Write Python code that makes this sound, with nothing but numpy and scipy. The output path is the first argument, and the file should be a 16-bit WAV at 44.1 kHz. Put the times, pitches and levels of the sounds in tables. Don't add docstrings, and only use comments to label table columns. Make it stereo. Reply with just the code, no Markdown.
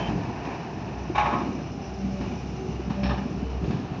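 import sys
import numpy as np
from scipy import signal
from scipy.fft import rfft, irfft
from scipy.io import wavfile

SR = 44100
rng = np.random.default_rng(int(sys.argv[2]) if len(sys.argv) > 2 else 0)


def generate_wav(sig):
    pcm = np.round(np.clip(np.atleast_2d(sig).T, -1, 1) * 32767).astype(np.int16)
    wavfile.write(sys.argv[1], SR, pcm)


N = 176400
T = np.arange(N) / SR
ATTACK_S, SPLIT_HZ = 0.0038, 2230

# frequency in Hz, relative density in dB.
RUMBLE_SPECTRUM = [(20,-41.5),(38,-35.5),(50,-20),(66,-11.5),(82,-2),(128,4),(200,1),(260,-0.5),(320,-3),(390,-4.5),(480,-12),(700,-37)]


def from_db(db):
    return 10 ** (np.asarray(db) / 20)


def rms_one(x):
    return x / np.sqrt(np.mean(x ** 2) + 1e-20)


def in_time(rows):
    return np.interp(T, *np.transpose(rows))


def at_hz(points, hz):
    f, value = np.transpose(points)
    return np.interp(np.log(hz + 1e-9), np.log(f), value)


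def drift(rate_hz):
    step = 40
    pole = np.exp(-2 * np.pi * step * rate_hz / SR)
    white = rng.standard_normal(N // step + 2002)
    slow = signal.lfilter([1], [1, -2 * pole, pole * pole], white)[2000:]
    return np.interp(np.arange(N) / step, np.arange(len(slow)), rms_one(slow))


def band(x, kind):
    return signal.sosfilt(signal.butter(2, SPLIT_HZ, kind, fs=SR, output="sos"), x)


def placed(x, pan_db=-2.5):
    return x * from_db(np.array([[.5], [-.5]]) * pan_db)


def later(x, lag_s):
    return np.array([x[0], np.interp(T - lag_s, T, x[1])])


def noise(spectrum):
    # frequency in Hz, left-right correlation.
    coherence = [(60,0.6),(125,.94),(300,.96),(1000,.97),(2000,0.6),(4000,0.04),(7000,0.84)]
    # frequency in Hz, left minus right level in dB.
    balance = [(60,1.5),(125,2.7),(250,0.5),(1000,-3.5),(2000,0),(4000,0.5),(7000,3.5)]
    hz, sign = np.arange(N // 2 + 1) * SR / N, np.array([[1], [-1]])
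    mid, side = rfft(rng.standard_normal((2, N)))
    alike = at_hz(coherence, hz)
    white = np.sqrt(1 + alike) * mid + sign * np.sqrt(1 - alike) * side
    gain = from_db(at_hz(spectrum, hz) + sign * at_hz(balance, hz) / 2)
    roll_off = np.minimum(hz / spectrum[0][0], 1) ** 4
    return rms_one(irfft(gain * roll_off * white, N))


def dying(hits):
    power = 0
    for start, db, t60 in hits:
        age = np.maximum(T - start, 0)
        power += (np.minimum(age / ATTACK_S, 1) * from_db(db - 60 * age / t60)) ** 2
    return np.sqrt(power)


def ring(hits, hz, t60, waver_rad):
    kicks = np.zeros(N, complex)
    for start, db in hits:
        kicks[int(start * SR)] += from_db(db + rng.normal(0, 3.5)) * np.exp(2j * np.pi * rng.random())
    swell = signal.lfilter([1], [1, -np.exp(-np.log(1000) / (t60 * SR))], kicks + 1e-18)
    soften = np.exp(-2 / (ATTACK_S * SR))
    swell = signal.lfilter([1 - soften], [1, -soften], swell)
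    return np.real(swell * np.exp(1j * (2 * np.pi * hz * T + waver_rad * drift(45))))


def engine():
    # time in seconds, firings per second.
    firing_rate = [(0,56),(.5,63),(1.3,64.6),(2.0,64.6),(2.6,64.4),(3.1,64.6),(4,64.6)]
    # multiple of the firing rate, relative level in dB.
    harmonics = [(1,-1.5),(2,-13.5),(3,-5.5),(4,-15.5),(6,-16.5),(9,-18)]
    # time in seconds, exhaust gain in dB.
    exhaust_level = [(0,-37),(.4,-49.5),(1.0,-44.5),(1.3,-43),(1.9,-40.5),(2.3,-36),(2.6,-44.5),(2.9,-35),(3.15,-30.5),(3.4,-39),(3.7,-40),(4,-50)]
    # frequency in Hz, relative density in dB.
    clatter_spectrum = [(400,-6.5),(520,-6.5),(740,3),(950,-4.5),(1200,-5.5),(1700,-9),(2050,-10),(2600,-8),(2900,-9.5),(3250,-20.5),(4300,-21),(5200,-27.5),(6500,-39.5),(7200,-40.5),(9500,-29.5)]
    phase = 2 * np.pi * np.cumsum(in_time(firing_rate) * (1 + 0.0052 * drift(4))) / SR
    note = sum(from_db(db + 5 * drift(3.8)) * np.sin(order * phase + rng.uniform(0, 2 * np.pi))
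               for order, db in harmonics)
    pulsing = rms_one(np.exp(0.07 * np.cos(phase)))
    clatter = noise(clatter_spectrum) * pulsing * from_db(-41.5 + 1.2 * drift(21))
    return placed(np.sqrt(2) * note * from_db(in_time(exhaust_level))) + clatter


def running_gear():
    # frequency in Hz, relative density in dB.
    grinding_spectrum = [(330, -5.5), (500, -15.5), (700, -8), (980, -8.5), (1350, -22.5), (1800, -13),
                         (2100, -21), (2550, -13.5), (3200, -32.5), (4500, -33), (6500, -35.5)]
    shudder_spectrum = [(22,-27.5),(38,-22),(48,2.5),(60,1),(85,-30.5)]
    # time in seconds, gain in dB.
    rumble_level = [(0,-31.5),(.2,-30.5),(.38,-35),(1.2,-34.5),(1.34,-34),(1.52,-35),(1.75,-34.5),(1.98,-37),(2.1,-34),(2.7,-33),(2.85,-39),(3.1,-34.5),(3.35,-33),(3.59,-36.5),(3.66,-28),(3.8,-30),(3.9,-33.5),(4,-30.5)]
    grinding_level = [(0,-28.5),(.07,-31.5),(.14,-36),(.42,-38),(.47,-33.5),(.7,-39),(1.1,-40.5),(1.6,-46),(1.75,-65),(1.85,-44.5),(2.0,-56),(4,-48)]
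    shudder_level = [(0,-59),(1.35,-66),(1.7,-52.5),(2.2,-44),(3.1,-49.5),(4,-53)]
    rumble = noise(RUMBLE_SPECTRUM) * from_db(in_time(rumble_level) - 0.55 + drift(25))
    grinding = noise(grinding_spectrum) * from_db(in_time(grinding_level) - 0.5 + 0.91 * drift(60))
    shudder = noise(shudder_spectrum) * from_db(in_time(shudder_level))
    return rumble + grinding + shudder


def hydraulics():
    # centre and length in seconds, pitch in Hz, level in dB, waver as a share of the pitch.
    tones = [(0.37,0.72,689.3,-44.5,.02),(1.84,0.17,780,-41,0.016),(2.292,0.94,825,-48,.02),(2.8,.22,3000,-56,0.0049),(2.7,.15,2810,-45.5,.006),(2.68,.08,2830,-54,.006),(2.7,0.21,5980,-57.5,0.017),(2.63,0.16,377,-34.5,0.0078),(3.05,0.18,581.4,-43,0.0091),(3.11,0.25,199.3,-30,0.0057),(3.485,.15,451,-40.5,0.011),(3.46,0.088,3000,-48.5,.004),(3.78,0.31,1800,-54,.007)]
    # frequency in Hz, relative density in dB.
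    hiss_spectrum = [(4600,-25),(5200,0.5),(5600,-4.5),(5950,1.5),(6400,-19.5),(7200,-20),(9500,-9)]
    # time in seconds, level in dB.
    hiss_level = [(0,-52.5),(.8,-53.5),(1.4,-49.5),(2.3,-51.5),(2.8,-53.5),(3.4,-52.5),(4,-60)]
    whines = 0
    for centre, length, hz, db, waver in tones:
        phase = 2 * np.pi * np.cumsum(hz * (1 + waver * drift(54))) / SR
        swell = np.exp(-2 * ((T - centre) / length) ** 2)
        whines += np.sin(phase) * from_db(db + 2.7 * drift(22)) * swell
    return placed(whines) + noise(hiss_spectrum) * from_db(in_time(hiss_level) + 2 * drift(30))


def pump():
    # frequency in Hz, relative density in dB.
    rasp_spectrum = [(2000,-33.5),(2300,2),(2420,-3.5),(2560,-2),(2690,-20),(2840,-3.5),(3050,-14.5),(3300,-35.5)]
    # time in seconds, level in dB.
    rasp_level = [(0,-57),(.5,-48),(1.0,-69),(1.45,-48),(1.9,-58),(2.3,-45.5),(2.7,-56),(3.3,-54),(4,-58)]
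    return noise(rasp_spectrum) * from_db(in_time(rasp_level) + 1.2 * drift(40))


def squeak(hz=3087, hold_s=0.079, fade_s=0.022):
    phase = 2 * np.pi * hz * T + 0.6 * drift(60)
    grip = 1 + 0.39 * drift(200)
    fade = np.clip((hold_s - T) / fade_s + 1, 0, 1)
    return placed(np.sin(phase) * grip * from_db(-34) * fade)


def thuds(rise_s=0.0037, tail_db=-14.5, tail_t60_s=0.3):
    # start in seconds, envelope peak in dB, pitch in Hz.
    bumps = [(.088,-29,210),(0.155,-36,147),(0.475,-23,289),(1.098,-22,330),(1.335,-22.5,229),(1.49,-24,238),(1.53,-25.5,362),(2.046,-20,210),(2.206,-19.5,234),(2.69,-23.5,192.4),(2.795,-24.5,349),(2.877,-20,190),(2.905,-16,211),(3.03,-21,212),(3.046,-22.5,233),(3.093,-20,200),(3.114,-20,226),(3.256,-22,233),(3.427,-19,191),(3.635,-19,137),(3.644,-24.5,69.6),(3.702,-19,227),(3.742,-20.5,187),(3.916,-22.5,156)]
    pulses = 0
    for start, db, hz in bumps:
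        age = np.maximum(T - start, 0)
        envelope = age / rise_s * np.exp(1 - age / rise_s)
        pulses += from_db(db) * envelope * np.sin(2 * np.pi * hz * age)
    tails = dying([(start, db + tail_db, tail_t60_s) for start, db, _ in bumps])
    return pulses + noise(RUMBLE_SPECTRUM) * tails


def clanks(contact_t60_s=0.093, pin_hz=5380):
    # start in seconds, dull and bright gains in dB, rattle t60 in seconds.
    hits = [(0.448,-42.5,-46,0.17),(1.586,-39,-63,0.27),(2.209,-37,-51,0.56),(2.9,-37,-51,1),(3.03,-34,-33.5,0.24),(3.054,-33.5,-41,.55),(3.09,-32,-56,1),(3.106,-32.5,-51.5,0.13),(3.64,-38,-48,0.31),(3.705,-36.5,-47.5,1)]
    # frequency in Hz, relative density in dB.
    linkage_spectrum = [(300,-10.5),(500,-1.5),(800,1.5),(1200,-1),(1450,-10),(1700,-1),(2050,-11.5),(2500,-3),(3300,-13.5),(3750,-12),(4450,-14.5),(4950,-22.5),(5450,-12.5),(6200,-35.5),(7000,-45.5)]
    crash = noise(linkage_spectrum) * from_db(drift(80))
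    contacts = [(start, db + 1.5, contact_t60_s) for start, db, _, _ in hits]
    rattles = [(start, db - 2.5, t60) for start, db, _, t60 in hits]
    dull = rms_one(band(crash, "low")) * dying(contacts + rattles)
    bright = rms_one(band(crash, "high")) * dying([(start, db, t60) for start, _, db, t60 in hits])
    pin = dying([(3.034, -41, 0.42)]) * np.sin(2 * np.pi * pin_hz * T + 0.77 * drift(90))
    return dull - bright + pin


def clang(body_t60_s=0.45, treble_t60_s=0.22, dulling_db_per_s=53):
    # start in seconds, relative level in dB.
    blows = [(1.147,-8.5),(1.153,0),(1.177,5),(1.19,-1),(1.228,-4),(1.255,2.5),(1.283,-11.5),(1.306,-1.5),(1.327,-1),(1.402,-6),(1.448,-19),(1.486,-29)]
    # frequency in Hz, relative level in dB, t60 in seconds.
    steel_modes = [(587,-9,.5),(612,-10,.4),(705,-2,.55),(834,-.5,.4),(881,-6,.35),(905,-6,.45),(959,-8,.35),(1017,0,.35),(1023,-7,.45),(1091,-2,.35),(1098,-2,.4),(1124,-10,.3),(1185,-7,.45),(1262,-3,.4),(1271,-8,.45),(1329,-8,.4),(1453,-10,.35),(1480,-6.5,.45),(1658,-12,.3),(1744,-11,.35),(2073,-14,.3),(2213,-14,.25),(2326,-11,.3),(2510,-16,.25),(2853,-17,.2),(3688,-22,.2)]
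    # frequency in Hz, relative density in dB.
    wash_spectrum = [(480,-9),(620,-5),(900,-0.5),(1150,-1),(1400,-9.5),(1700,0),(1950,-8),(2350,-4.5),(2900,-12.5),(3400,-19),(3750,-15),(4500,-26.5),(5800,-21.5),(7000,-35),(9500,-26)]
    onset = blows[0][0]
    rings = 0
    for hz, mode_db, t60 in steel_modes:
        mode = ring([(start, db + mode_db) for start, db in blows], hz, t60, waver_rad=0.39)
        if hz < 750:
            mode *= from_db(-17 * np.clip(1 - (T - onset) / 0.21, 0, 1))
        rings += mode
    wash = noise(wash_spectrum) * from_db(-27 + 0.92 * drift(90))
    body = band(wash, "low") * dying([(start, db, body_t60_s) for start, db in blows])
    dulled = [(start, db - dulling_db_per_s * (start - onset), treble_t60_s) for start, db in blows]
    treble = band(wash, "high") * dying(dulled)
    return placed(from_db(-29.5) * rings) + body - from_db(2) * treble


def boom():
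    # frequency in Hz, relative density in dB.
    plate_spectrum = [(150,-18.5),(225,7.5),(280,3),(350,-2.5),(420,-12),(560,-16),(800,-36)]
    # time in seconds, level in dB.
    plate_level = [(1.22,-72),(1.28,-31.5),(1.34,-30.5),(1.42,-30.5),(1.52,-32.5),(1.68,-40),(1.8,-72)]
    return noise(plate_spectrum) * from_db(in_time(plate_level))


def knocks():
    # start in seconds, level in dB.
    hits = [(3.054,-43),(3.092,-36),(3.106,-28.5),(3.139,-38),(3.178,-36)]
    # frequency in Hz, relative level in dB, t60 in seconds.
    wall_modes = [(785,-2.5,0.24),(851,-3,0.16),(964,-6,0.097),(1127,-1,0.077),(1230,-4,0.11),(1663,2,0.073),(1785,-0.5,0.1),(2200,-10,0.17),(2200,-7.5,.1),(2800,-17,.1),(3000,-15,0.092),(3600,-15.5,.1)]
    return placed(sum(ring([(start, db + mode_db) for start, db in hits], hz, t60, waver_rad=0.4)
                      for hz, mode_db, t60 in wall_modes))


def scene():
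    # time in seconds, left minus right level in dB.
    sway = [(0,-5),(.4,-4.5),(.8,-2),(1.3,-2.5),(1.75,-1),(2.25,-4),(2.75,-2),(3.25,-2),(3.7,-4.5),(4,-2.5)]
    low = placed(running_gear() + thuds() + boom(), in_time(sway))
    impacts = later(clang(), lag_s=0.00005) + clanks() + knocks()
    return later(low + engine() + hydraulics() + pump() + squeak() + impacts, lag_s=0.00021)


def record(dry):
    shelf = signal.cheby2(10, 22, 7450, fs=SR, output="sos")
    top_cut = signal.cheby2(14, 70, 10200, fs=SR, output="sos")
    return signal.sosfilt(top_cut, signal.sosfilt(shelf, dry))


dry = scene()
out = record(dry)
generate_wav(out)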